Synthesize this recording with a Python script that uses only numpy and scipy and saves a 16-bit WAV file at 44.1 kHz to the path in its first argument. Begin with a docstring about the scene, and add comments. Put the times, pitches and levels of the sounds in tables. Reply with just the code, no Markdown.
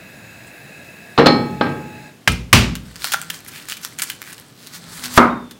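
"""In a tiled kitchen an iron pan is set down on the grate of a hissing gas stove; then the scene changes. On a
wooden board a palm smacks the flat of a knife twice onto a garlic clove, gloved fingers peel off the papery
skin, and the knife slices through the clove, knocks on the board and squeaks. Struck bodies are sums of
decaying modes, jets and impacts are shaped noise, friction is trains of tiny fractures, echoes are noise dying
band by band; the close microphone overloads, clipping loud peaks."""
import sys
import numpy as np
from scipy import signal
from scipy.fft import rfft, irfft
from scipy.io import wavfile
from scipy.ndimage import uniform_filter1d

SR = 44100
rng = np.random.default_rng(int(sys.argv[2]) if len(sys.argv) > 2 else 0)


def master(y):
    """Save y as 16-bit WAV."""
    cut = np.clip(np.atleast_2d(y).T, -1, 1)
    pcm = np.round(cut * 32767)  # scale
    wavfile.write(sys.argv[1], SR, pcm.astype(np.int16))


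N = 246519
T = np.arange(SR) / SR  # one second, the length of most single events
CLOCK = np.arange(N) / SR  # the whole scene


def amp(db):
    """Level law: decibels to amplitude gain."""
    return 10 ** (np.asarray(db) / 20)


def unit(x):
    """Normalization: scales a signal to rms 1."""
    return x / np.sqrt(np.mean(x ** 2) + 1e-20)


def read(points, hz):
    """Interpolation: reads a (hz, value) table on a log-frequency axis."""
    table_hz, value = np.transpose(points)
    return np.interp(np.log(hz + 1), np.log(table_hz), value)


def add(mix, start_s, sound):
    """Superposition: mixes a sound in at its start time."""
    part = mix[round(start_s * SR):][:len(sound)]
    part += sound[:len(part)]


def soft(hz, corner_hz):
    """Contact compliance: a softer contact excites less above its corner."""
    return 1 / np.sqrt(1 + (hz / corner_hz) ** 4)


def noise(colour, size=SR, corner_hz=np.inf):
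    """Random-phase synthesis: noise of rms 1 with the given spectrum, weakened below about 36 Hz."""
    hz = np.fft.rfftfreq(size, 1 / SR)
    gain = amp(read(colour, hz)) * soft(hz, corner_hz) * (1 - soft(hz, 36))
    phase = 2 * np.pi * rng.random(len(hz))
    return unit(irfft(gain * np.exp(1j * phase), size))


def fade(t60_s):
    """Exponential decay: falls by 60 dB in t60_s."""
    return np.exp(-np.log(1000) * T / t60_s)


def rise(seconds):
    """Exponential build-up: a smooth onset with this time constant."""
    return 1 - np.exp(-T / seconds)


def held(t, start, end, ramp):
    """Envelope: attack, hold and release between two times."""
    return np.clip((t - start) / ramp + .5, 0, 1) * np.clip((end - t) / ramp + .5, 0, 1)


def wander(per_s):
    """Low-passed randomness: a slow drift of rms 1."""
    spectrum = rfft(rng.standard_normal(N))
    return unit(irfft(spectrum * soft(np.fft.rfftfreq(N, 1 / SR), per_s) ** 2, N))


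def dying(x, decays):
    """Frequency-dependent damping: each band of a one-second sound dies at its own speed."""
    hz, t, bands = signal.stft(x, SR, nperseg=512)
    damping = np.exp(-np.log(1000) * t / read(decays, hz)[:, None])
    return signal.istft(bands * damping, SR, nperseg=512)[1][:SR]


def ring(modes, corner_hz, favoured_hz=0, favour_db=10):
    """Modal superposition: a struck body's modes; the contact point drives those near one frequency harder."""
    out = np.zeros(SR)
    for k, (hz, db, t60_s) in enumerate(modes):
        nearness = np.exp(-((hz - favoured_hz) / (0.091 * hz)) ** 2)
        gain = (-1) ** k * amp(db + favour_db * nearness) * soft(hz, corner_hz)
        out += gain * fade(t60_s) * np.sin(2 * np.pi * hz * T)
    return out / 2


def tick(colour, peak_hz=3000, peak_db=0, octaves=.4):
    """Minimum-phase impulse: a causal click of energy 1, its spectrum lifted around one frequency."""
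    hz = abs(np.fft.fftfreq(1024, 1 / SR))
    lift_db = peak_db / (1 + (np.log2((hz + 1) / peak_hz) / octaves) ** 2)
    log_gain = np.log(amp(read(colour, hz) + lift_db))
    # the Hilbert transform of the log gain gives the minimum phase
    click = np.fft.ifft(np.exp(np.conj(signal.hilbert(log_gain)))).real[:512]
    return click / np.linalg.norm(click)


def grains(per_s, spread_db, size=N):
    """Shot noise: a random train of tiny fractures of uneven strength, rms 1."""
    strength = amp(spread_db * np.minimum(rng.exponential(1, size), 4)) * rng.choice([-1, 1], size)
    return unit(strength * (rng.random(size) < per_s / SR))


# palm on the blade: start_s, crack_db, crack_t60_s, blade_ring_db, room_db, boom_db,
# boom_brightness_hz, favoured_board_mode_hz (levels relative)
SMACKS = [(2.2752, 0.5, 0.039, -18.5, -19, -11, 139, 117), (2.5288, 14, 0.028, -27, -4.5, -5.5, 298, 245)]
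# spectrum of the crack: frequency_hz, relative_level_db
CRACK = [(60, 8), (300, -12), (700, -7.5), (1400, 4), (2600, 2), (4000, -8), (8000, -14), (16000, -23.5)]
# modes of the knife blade under the hand: frequency_hz, relative_level_db, t60_s
BLADE = [(1305, 6, 0.17), (1620, -3, 0.25), (2090, -4, 0.39), (2372, -10, .33), (2430, 0, 0.32),
         (2700, -6, .17), (2936, 5.5, 0.14), (3160, 1, 0.16), (4748, -18, 0.17)]
# modes of board and worktop: frequency_hz, relative_level_db, t60_s
BOARD = [(56.8, -2.5, 0.75), (66.1, -9, 0.86), (87, 4.5, 0.24), (117.6, -1.5, 0.56), (161.3, -1.5, 0.58),
         (183, -3.5, 0.62), (209.6, 0, 0.44), (240.8, 3, 0.49), (346.5, -4.5, 0.33), (393, -3.5, 0.43),
         (545, -6, 0.42), (599, -9, 0.42), (941, 3.5, 0.31), (1028, -3.5, 0.25), (1146, -9, 0.36),
         (1250, -11, 0.29), (1308, 0.5, 0.35), (1360, -1, .27), (1480, -19, .33)]
# spectrum of the room's answer to a smack: frequency_hz, relative_level_db
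SMACK_ROOM = [(40, 2), (150, 6.5), (250, 2), (330, -5), (700, -9.5), (1200, -6), (1800, -8), (2600, -2.5),
              (3600, -9), (5000, -10), (8000, -17.5), (11000, -22), (16000, -24)]
# reverberation of the kitchen: frequency_hz, t60_s
ROOM_DECAY = [(60, 0.63), (200, 0.66), (500, 0.42), (1200, 0.39), (3000, 0.39), (7000, 0.35), (15000, 0.24)]


def smacks():
    """Impact excitation: the blade cracks down on the clove and rings, the board booms, the room answers."""
    out = np.zeros(N)
    for start_s, crack_db, t60_s, blade_db, room_db, boom_db, corner_hz, favoured_hz in SMACKS:
        crack = amp(crack_db) * noise(CRACK) * fade(t60_s) * rise(0.00072)
        blade = amp(blade_db) * ring(BLADE, 8000)
        boom = amp(boom_db) * ring(BOARD, corner_hz, favoured_hz, favour_db=1.0) * rise(0.012)
        room = amp(room_db) * dying(noise(SMACK_ROOM), ROOM_DECAY) * rise(0.0017)
        add(out, start_s, crack + blade + boom + room)
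    return out


# the blade flexes under the first smack: starting pitches, upward glide, level and decay
TWANG_HZ, TWANG_RISE_HZ_PER_S, TWANG_DB, TWANG_T60_S = (303, 415), 520, -29, 0.41


def twang():
    """Bending stiffness: the palm bends the blade over the still whole clove, so its low modes glide up."""
    out = np.zeros(N)
    for hz in TWANG_HZ:
        turns = np.cumsum(hz + TWANG_RISE_HZ_PER_S * T) / SR
        tone = amp(TWANG_DB) * np.sin(2 * np.pi * turns) * fade(TWANG_T60_S) * rise(0.01)
        add(out, SMACKS[0][0], tone)
    return out


CHOP_S = 5.176  # the edge hits the board
# spectrum of the knock: frequency_hz, relative_level_db
CHOP = [(40, -18.5), (200, -4.5), (500, -12.5), (900, -3), (1400, 0.5), (1900, -14.5), (3000, -24.5),
        (6000, -31), (16000, -58)]
# spectrum of the room's answer to the knock: frequency_hz, relative_level_db
CHOP_ROOM = [(40, -45), (120, -12), (240, -4), (450, -8.5), (760, -4), (950, -1.5), (1250, 0.5),
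             (1550, -5.5), (1750, -14.5), (2100, -12), (2700, -25.5), (4000, -31.5), (7000, -41),
             (16000, -44.5)]
# spectrum of garlic skin and flesh giving way: frequency_hz, relative_level_db
SKIN = [(200, -37), (700, -10), (1500, 5.5), (3000, 0.5), (6000, -0.5), (9000, -1), (13000, -3),
        (16000, -3)]


def chop():
    """Impact after friction: a hiss swells as the edge speeds through the last of the clove, then a knock."""
    out = np.zeros(N)
    # a decay played backwards swells up to the moment of the knock
    hiss = (amp(-15.0) * noise(SKIN) * fade(0.083))[::-1]
    add(out, CHOP_S - 1, hiss)
    knock = amp(10) * noise(CHOP) * fade(0.053) * rise(0.00034)
    room = amp(-2.5) * dying(noise(CHOP_ROOM), ROOM_DECAY) * rise(0.015)
    # the light, hard edge drives the board itself and barely moves the heavy worktop
    worktop, wood = BOARD[:7], BOARD[7:]
    body = amp(-3.5) * ring(wood, 2500) + amp(-23.5) * ring(worktop, 200)
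    add(out, CHOP_S, knock + room + body)
    return out


def slide(middle_s, half_length_s, level_db, centre_hz, crackle_db):
    """Stick-slip: dense slips and smooth friction swell and fade, with sparse crackles on top."""
    slips = unit(grains(per_s=1500, spread_db=4.0, size=SR) + 0.97 * rng.standard_normal(SR))
    crackles = amp(crackle_db) * grains(per_s=170, spread_db=2, size=SR)
    sound = signal.fftconvolve(slips + crackles, tick(SKIN, centre_hz, peak_db=7.5, octaves=0.54))[:SR]
    swell = np.exp(-((T - .5) / half_length_s) ** 2 / 2)
    return middle_s - .5, amp(level_db) * sound * swell


# spectrum of the soft rustle: frequency_hz, relative_level_db
RUSTLE = [(150, 6), (600, -7.5), (1100, -1), (1700, -1.5), (2800, -9.5), (4300, -1), (7000, -12),
          (10000, -23), (16000, -25.5)]
# spectrum of the high fizz: frequency_hz, relative_level_db
FIZZ = [(2000, -14), (5000, -25), (8000, 9), (12000, -11), (16000, -8)]


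def friction(fizz_db, crackle_db, uneven_db):
    """Dry friction with uneven grip on garlic: a soft rustle, a fizz and stray ticks of many pitches."""
    flakes = [tick(SKIN, hz, peak_db=13.5, octaves=0.27) for hz in np.geomspace(1500, 12000, 8)]
    crackle = unit(sum(signal.oaconvolve(grains(per_s=25, spread_db=4.5), flake)[:N] for flake in flakes))
    rustle = amp(-3) * noise(RUSTLE, size=N)
    fizz = amp(fizz_db) * noise(FIZZ, size=N)
    return (rustle + amp(crackle_db) * crackle + fizz) * amp(uneven_db * wander(per_s=23))


# the edge sinks into the clove: start, friction level there and growth with the pressure
SLICE_S, SLICE_DB, SLICE_GROWTH_DB_PER_S = 4.702, -48, 35.5
# the edge catches and scrapes: middle_s, half_length_s, level_db, centre_hz, crackle_db (relative to the slips)
BITES = [(4.986, .06, -38.5, 8750, -10), (5.052, 0.012, -28, 4400, -0.5), (5.139, .02, -32.5, 7000, -10)]


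def slicing():
    """Friction under load: the edge rubs louder as the hand presses, until it meets the board."""
    pressed_s = np.clip(CLOCK, SLICE_S, CHOP_S) - SLICE_S
    level = amp(SLICE_DB + SLICE_GROWTH_DB_PER_S * pressed_s) * held(CLOCK, SLICE_S, CHOP_S, .03)
    out = level * friction(fizz_db=-10.5, crackle_db=-8.5, uneven_db=1.7)
    for bite in BITES:
        add(out, *slide(*bite))
    return out


SQUEAK_S, SQUEAK_LENGTH_S, SQUEAK_DB = 5.29, .29, -46
SQUEAK_HZ, SQUEAK_SAG_HZ_PER_S = 3750, 950


def squeak():
    """Friction oscillation: an unsteady squeak sinks in pitch as the blade is drawn over the wood."""
    waver, grip = (unit(uniform_filter1d(rng.standard_normal(SR), size=width)) for width in (60, 500))
    hz = SQUEAK_HZ - SQUEAK_SAG_HZ_PER_S * T + 45 * waver
    swell = rise(0.011) * held(T, -1, SQUEAK_LENGTH_S, .08) * fade(1.8) * amp(3.9 * grip)
    out = np.zeros(N)
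    add(out, SQUEAK_S, amp(SQUEAK_DB) * swell * np.sin(2 * np.pi * np.cumsum(hz) / SR))
    return out


# dry skin snaps: start_s, relative_level_db, flake_pitch_hz, relative_crumbling_db
SNAPS = [(2.3194, -17, 9000, -7), (2.754, -19, 3030, -4), (2.958, -20, 4770, -9.5),
         (3.0207, -18, 3740, -13), (3.044, -2.5, 4440, -12.5), (3.072, -10.5, 1700, -16),
         (3.1204, -5, 3130, -7.5), (3.1365, -2.5, 3400, -8), (3.216, -11.5, 7800, -17),
         (3.301, -14, 3040, -2.5), (3.686, -14, 7700, -6.5), (3.699, -10, 2870, -17),
         (3.722, -11.5, 3040, -12), (3.7696, -18, 3000, -10), (3.8491, -9, 5600, -11.5),
         (3.9879, -12, 7000, -10), (4.0199, -9.5, 8000, -5.5), (4.100, -8.5, 3000, -7),
         (4.218, -11, 2250, -17), (4.3285, -20, 9500, -8.5), (4.381, -22, 3200, -13.5),
         (4.671, -20.5, 4400, -12), (5.5107, -22.5, 3540, -4)]
# a break runs on in smaller snaps: mean gap, level of the first, loss with each further one
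RUN_GAP_S, RUN_DB, RUN_LOSS_DB = .0085, -9, 4


def snaps():
    """Brittle fracture: a click coloured by its flake, then crumbling and a run of smaller snaps."""
    out = np.zeros(N)
    for start_s, level_db, flake_hz, crumble_db in SNAPS:
        breaks = amp(crumble_db - 10.5) * grains(per_s=2500, spread_db=4.5, size=SR) * fade(0.039)
        breaks += amp(-14.5) * rng.standard_normal(SR) * fade(.004)  # the flake flutters as it lets go
        breaks[0] = amp(-3.0)  # the first snap
        delays_s = np.cumsum(RUN_GAP_S * (.5 + rng.random(size=3)))
        for k, delay_s in enumerate(delays_s):
            add(breaks, delay_s, amp([RUN_DB - RUN_LOSS_DB * k]))
        flake = tick(SKIN, flake_hz, peak_db=10, octaves=0.22)
        add(out, start_s, amp(level_db + 8.5) * signal.fftconvolve(breaks, flake))
    return out


# the clove pops out of its husk: start_s, relative_level_db, brightness_hz
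POPS = [(3.045, 0, 704), (3.1375, -4, 2600), (3.1425, 3, 2000)]
# modes of the hollow husk: frequency_hz, relative_level_db, t60_s
HUSK = [(780, -8, .015), (1180, -10.5, .012), (1343, -6, 0.028), (1500, 1.5, 0.015), (1850, -8, .008)]


def pops():
    """Cavity resonance: the hollow husk rings briefly as it lets go of the clove."""
    out = np.zeros(N)
    for start_s, level_db, corner_hz in POPS:
        add(out, start_s, amp(level_db) * ring(HUSK, corner_hz) * rise(0.00064))
    return out


# fingers pull skin off: middle_s, half_length_s, level_db, centre_hz, crackle_db (relative to the slips)
PULLS = [(3.061, .036, -31, 4500, -5), (3.132, .013, -27.5, 4500, 1), (3.352, 0.019, -39, 7000, -8),
         (3.485, .007, -33.5, 11200, -12), (3.569, 0.043, -39, 2620, -3), (3.716, .023, -32, 3880, -5),
         (3.844, 0.013, -32.5, 6000, -14), (3.999, 0.0081, -28.5, 2300, -1), (4.034, .007, -24.5, 9000, -4),
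         (4.093, 0.016, -35, 6000, -12), (4.295, 0.028, -40, 1990, 0.5), (4.648, 0.059, -46.5, 4200, -2.5),
         (4.753, .019, -34, 4960, -18)]


def pulls():
    """Stick-slip peeling: the fingers draw the skin off, strip by strip."""
    out = np.zeros(N)
    for pull in PULLS:
        add(out, *slide(*pull))
    return out


# the gloves rub all through the peeling: limits, friction level at the start and its easing off
RUB_FROM_S, RUB_TO_S, RUB_DB, RUB_EASE_DB_PER_S = 2.86, 4.49, -45, 2.5


def rubbing():
    """Friction under a lessening load: gloves rub more lightly as the skin comes away."""
    level = amp(RUB_DB - RUB_EASE_DB_PER_S * (CLOCK - RUB_FROM_S)) * held(CLOCK, RUB_FROM_S, RUB_TO_S, .12)
    return level * friction(fizz_db=-10, crackle_db=-2.5, uneven_db=2)


# pan meets grate: start_s, force_db, clank_t60_s, rattle_db and ring_db (relative to the force),
# brightness_hz, favoured_by_contact_point_hz, grate_bar_pitch_hz
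PAN_BLOWS = [(1.177, -8.5, 0.041, -15, -15.5, 4330, 3900, 352),
             (1.184, -.5, 0.1, -9.5, -16, 2210, 2040, 466), (1.213, -11, .05, -31, -26, 1200, 503, 282),
             (1.259, -3, 0.074, -11.5, -11, 7500, 4350, 545.4),
             (1.267, -1.3, 0.066, -13, -17, 4500, 797, 250.4),
             (1.610, -6, 0.032, -13, -12.5, 2530, 1560, 296),
             (1.662, -16.5, 0.065, -11.5, -20, 1390, 1600, 250)]
# modes of the pan on its grate: frequency_hz, relative_level_db, t60_s
PAN = [(142.5, -4, 1.4), (182, -11, 1.3), (236.8, 4.5, 0.84), (252, 1, 0.35), (281, 0.5, 0.63),
       (305, 3, 0.61), (456, -5, 0.61), (455, 1.5, 0.45), (524, -5, 0.58), (718, -14, 0.37), (819, 4, 0.44),
       (846, -9.5, 1.66), (940, -10, 0.29), (1180, -5, 0.36), (1277, -1.5, 0.67), (1330, -6, 0.21),
       (1588, -7, 0.5), (1852, -6, 0.57), (2264, -8, 0.65), (2945, -23, 0.37), (3122, -13.5, 0.47),
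       (3410, -13, 0.68), (3420, -15, 0.57), (4000, -5.5, 0.35), (4277, -5, 0.41), (4328, -4.5, 0.29),
       (5001, -10, 0.37), (5300, -9, 0.59), (7060, -13, .25), (8870, -23, .3)]
# spectrum of the clank of iron: frequency_hz, relative_level_db
CLANK = [(50, -33), (120, -18), (250, -1.5), (500, 3), (900, -0.5), (1400, -3), (2200, -10.5), (4200, -5.5),
         (6000, -24), (10000, -38), (16000, -32)]
# spectrum of the rattling sheet-metal stove top: frequency_hz, relative_level_db
STOVE_TOP = [(35, -37), (80, -8.5), (140, -1.5), (260, 0), (400, -1), (800, -12), (1200, -7), (1500, -11.5),
             (2100, -15), (2700, -16.5), (3400, -22), (4300, -23), (6500, -35.5), (16000, -62)]
# decay of that rattle: frequency_hz, t60_s
STOVE_TOP_DECAY = [(60, 1.4), (200, 1.02), (500, 0.72), (1500, 0.43), (4000, 0.36), (12000, 0.32)]
# the clank follows the force; the grate's thud grows faster than the force (dB per dB)
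CLANK_DB, THUD_DB, THUD_GROWTH, THUD_T60_S = -13, 0, 2.6, 0.16


def pan():
    """Repeated impact: the pan lands, rocks and settles; iron clanks and rings, grate thuds, stove rattles."""
    out = np.zeros(N)
    for start_s, force_db, t60_s, rattle_db, ring_db, corner_hz, favoured_hz, bar_hz in PAN_BLOWS:
        # dividing by the root of the decay time evens out the energy of short and long clanks
        clank = amp(CLANK_DB) * noise(CLANK, corner_hz=corner_hz) * fade(t60_s) / np.sqrt(t60_s)
        clank *= rise(0.00077)
        rattle = dying(noise(STOVE_TOP, corner_hz=2 * corner_hz), STOVE_TOP_DECAY)
        rattle *= amp(rattle_db) * rise(0.0016)
        iron = amp(ring_db) * ring(PAN, corner_hz, favoured_hz, favour_db=12)
        bar = np.sin(2 * np.pi * bar_hz * T) * fade(THUD_T60_S) * rise(0.0026)
        thud = amp(THUD_DB + THUD_GROWTH * force_db) * bar
        add(out, start_s, amp(force_db) * (clank + rattle + iron) + thud)
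    return out


def handling():
    """Soft contact: a low bump and a tiny scrape while the pan is carried in."""
    out = np.zeros(N)
    bump = amp(-33.0) * np.sin(2 * np.pi * 112 * T) * fade(0.28) * rise(.015)
    add(out, .215, bump)
    scrape = amp(-40) * noise(FIZZ) * fade(.08) * rise(.003)
    add(out, .468, scrape)
    return out


# smooth spectrum of the gas hiss: frequency_hz, relative_level_db
GAS = [(35, -40), (60, -7), (133, 1), (417, -10), (651, -5.5), (1110, -19), (1660, -6.5), (2350, -11),
       (2580, -26), (3040, -29), (3760, -20.5), (14900, -43), (16000, -30)]
# cavity resonances of the burner: frequency_hz, width_hz, relative_level_db
BURNER = [(657, 51, -11), (1653, 54, -1), (2595, 93, 0.5), (3940, 220, -8.5), (5010, 61, -17),
          (6810, 210, -13), (7920, 260, -14.5), (9730, 280, -14.5), (10700, 240, -19), (12000, 200, -15),
          (13500, 300, -20), (15200, 350, -15)]


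def gas():
    """Jet noise: turbulent gas sounds the burner's cavity resonances, each wavering on its own."""
    hz, whistle = np.fft.rfftfreq(N, 1 / SR), np.zeros(N)
    jet = rfft(rng.standard_normal(N))
    knots_s = np.linspace(0, N / SR, num=50)
    for centre_hz, width_hz, level_db in BURNER:
        waver_db = 1.6 * np.interp(CLOCK, knots_s, rng.standard_normal(len(knots_s)))
        resonance = unit(irfft(jet / (1 + ((hz - centre_hz) / width_hz) ** 2), N))
        whistle += amp(level_db + waver_db) * resonance
    return amp(-45) * unit(whistle) + amp(-44.5) * noise(GAS, size=N)


# colour of the echo: frequency_hz, relative_level_db
ECHO = [(100, 3.0), (3000, 1), (8000, 0.0), (16000, 1)]


def kitchen(x):
    """Diffuse reverberation: convolution with the dying noise of the tiled walls."""
    tail = dying(noise(ECHO), ROOM_DECAY) * rise(0.0016)
    return signal.oaconvolve(x, tail / np.linalg.norm(tail))[:N]


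# a faint low hum comes and goes: start_s, length_s, pitch_hz, level_db
HUMS = [(3.13, 0.263, 165.7, -43), (4.71, 0.34, 171, -43), (4.979, 0.35, 247, -37)]


def hum():
    """Pure tones under a smooth envelope: faint low hums swell and fade while the hands work."""
    out = np.zeros(N)
    for start_s, length_s, hz, level_db in HUMS:
        t = T[T < length_s]
        add(out, start_s, amp(level_db) * signal.windows.tukey(len(t), .5) * np.sin(2 * np.pi * hz * t))
    return out


# spectrum of the quiet kitchen: frequency_hz, relative_level_db
AIR = [(30, -24), (60, -19.5), (130, 0), (240, -3.5), (400, -9.5), (1000, -18.5), (3000, -21),
       (8000, -27.5), (16000, -33.5)]


def air():
    """Stationary background noise: the quiet kitchen."""
    return amp(-47) * noise(AIR, size=N)


# the stove fades out from this time on
STOVE_END_S, STOVE_FADE_DB_PER_S = 2.074, 168


def scene():
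    """Superposition of sources: first the stove, which is quickly faded out as the scene changes; then the work
    on the board."""
    stove_fade = amp(-STOVE_FADE_DB_PER_S * np.maximum(CLOCK - STOVE_END_S, 0))
    stove = (gas() + handling() + pan()) * stove_fade
    garlic = snaps() + pops() + pulls() + rubbing() + slicing()
    knife = smacks() + twang() + chop() + squeak()
    echo = amp(-10.5) * kitchen(garlic)
    return (stove + knife + garlic + echo + hum() + air())[None]


def record(dry):
    """Overload and band limit: the loud blows clip flat, then a low-pass removes the highest treble."""
    clipped = np.clip(dry, -1, 1)
    lowpass = signal.firwin(255, 16200, window=("kaiser", 8), fs=SR)  # cutoff in Hz
    return signal.oaconvolve(clipped, lowpass[None], "same")


dry = scene()
out = record(dry)
master(out)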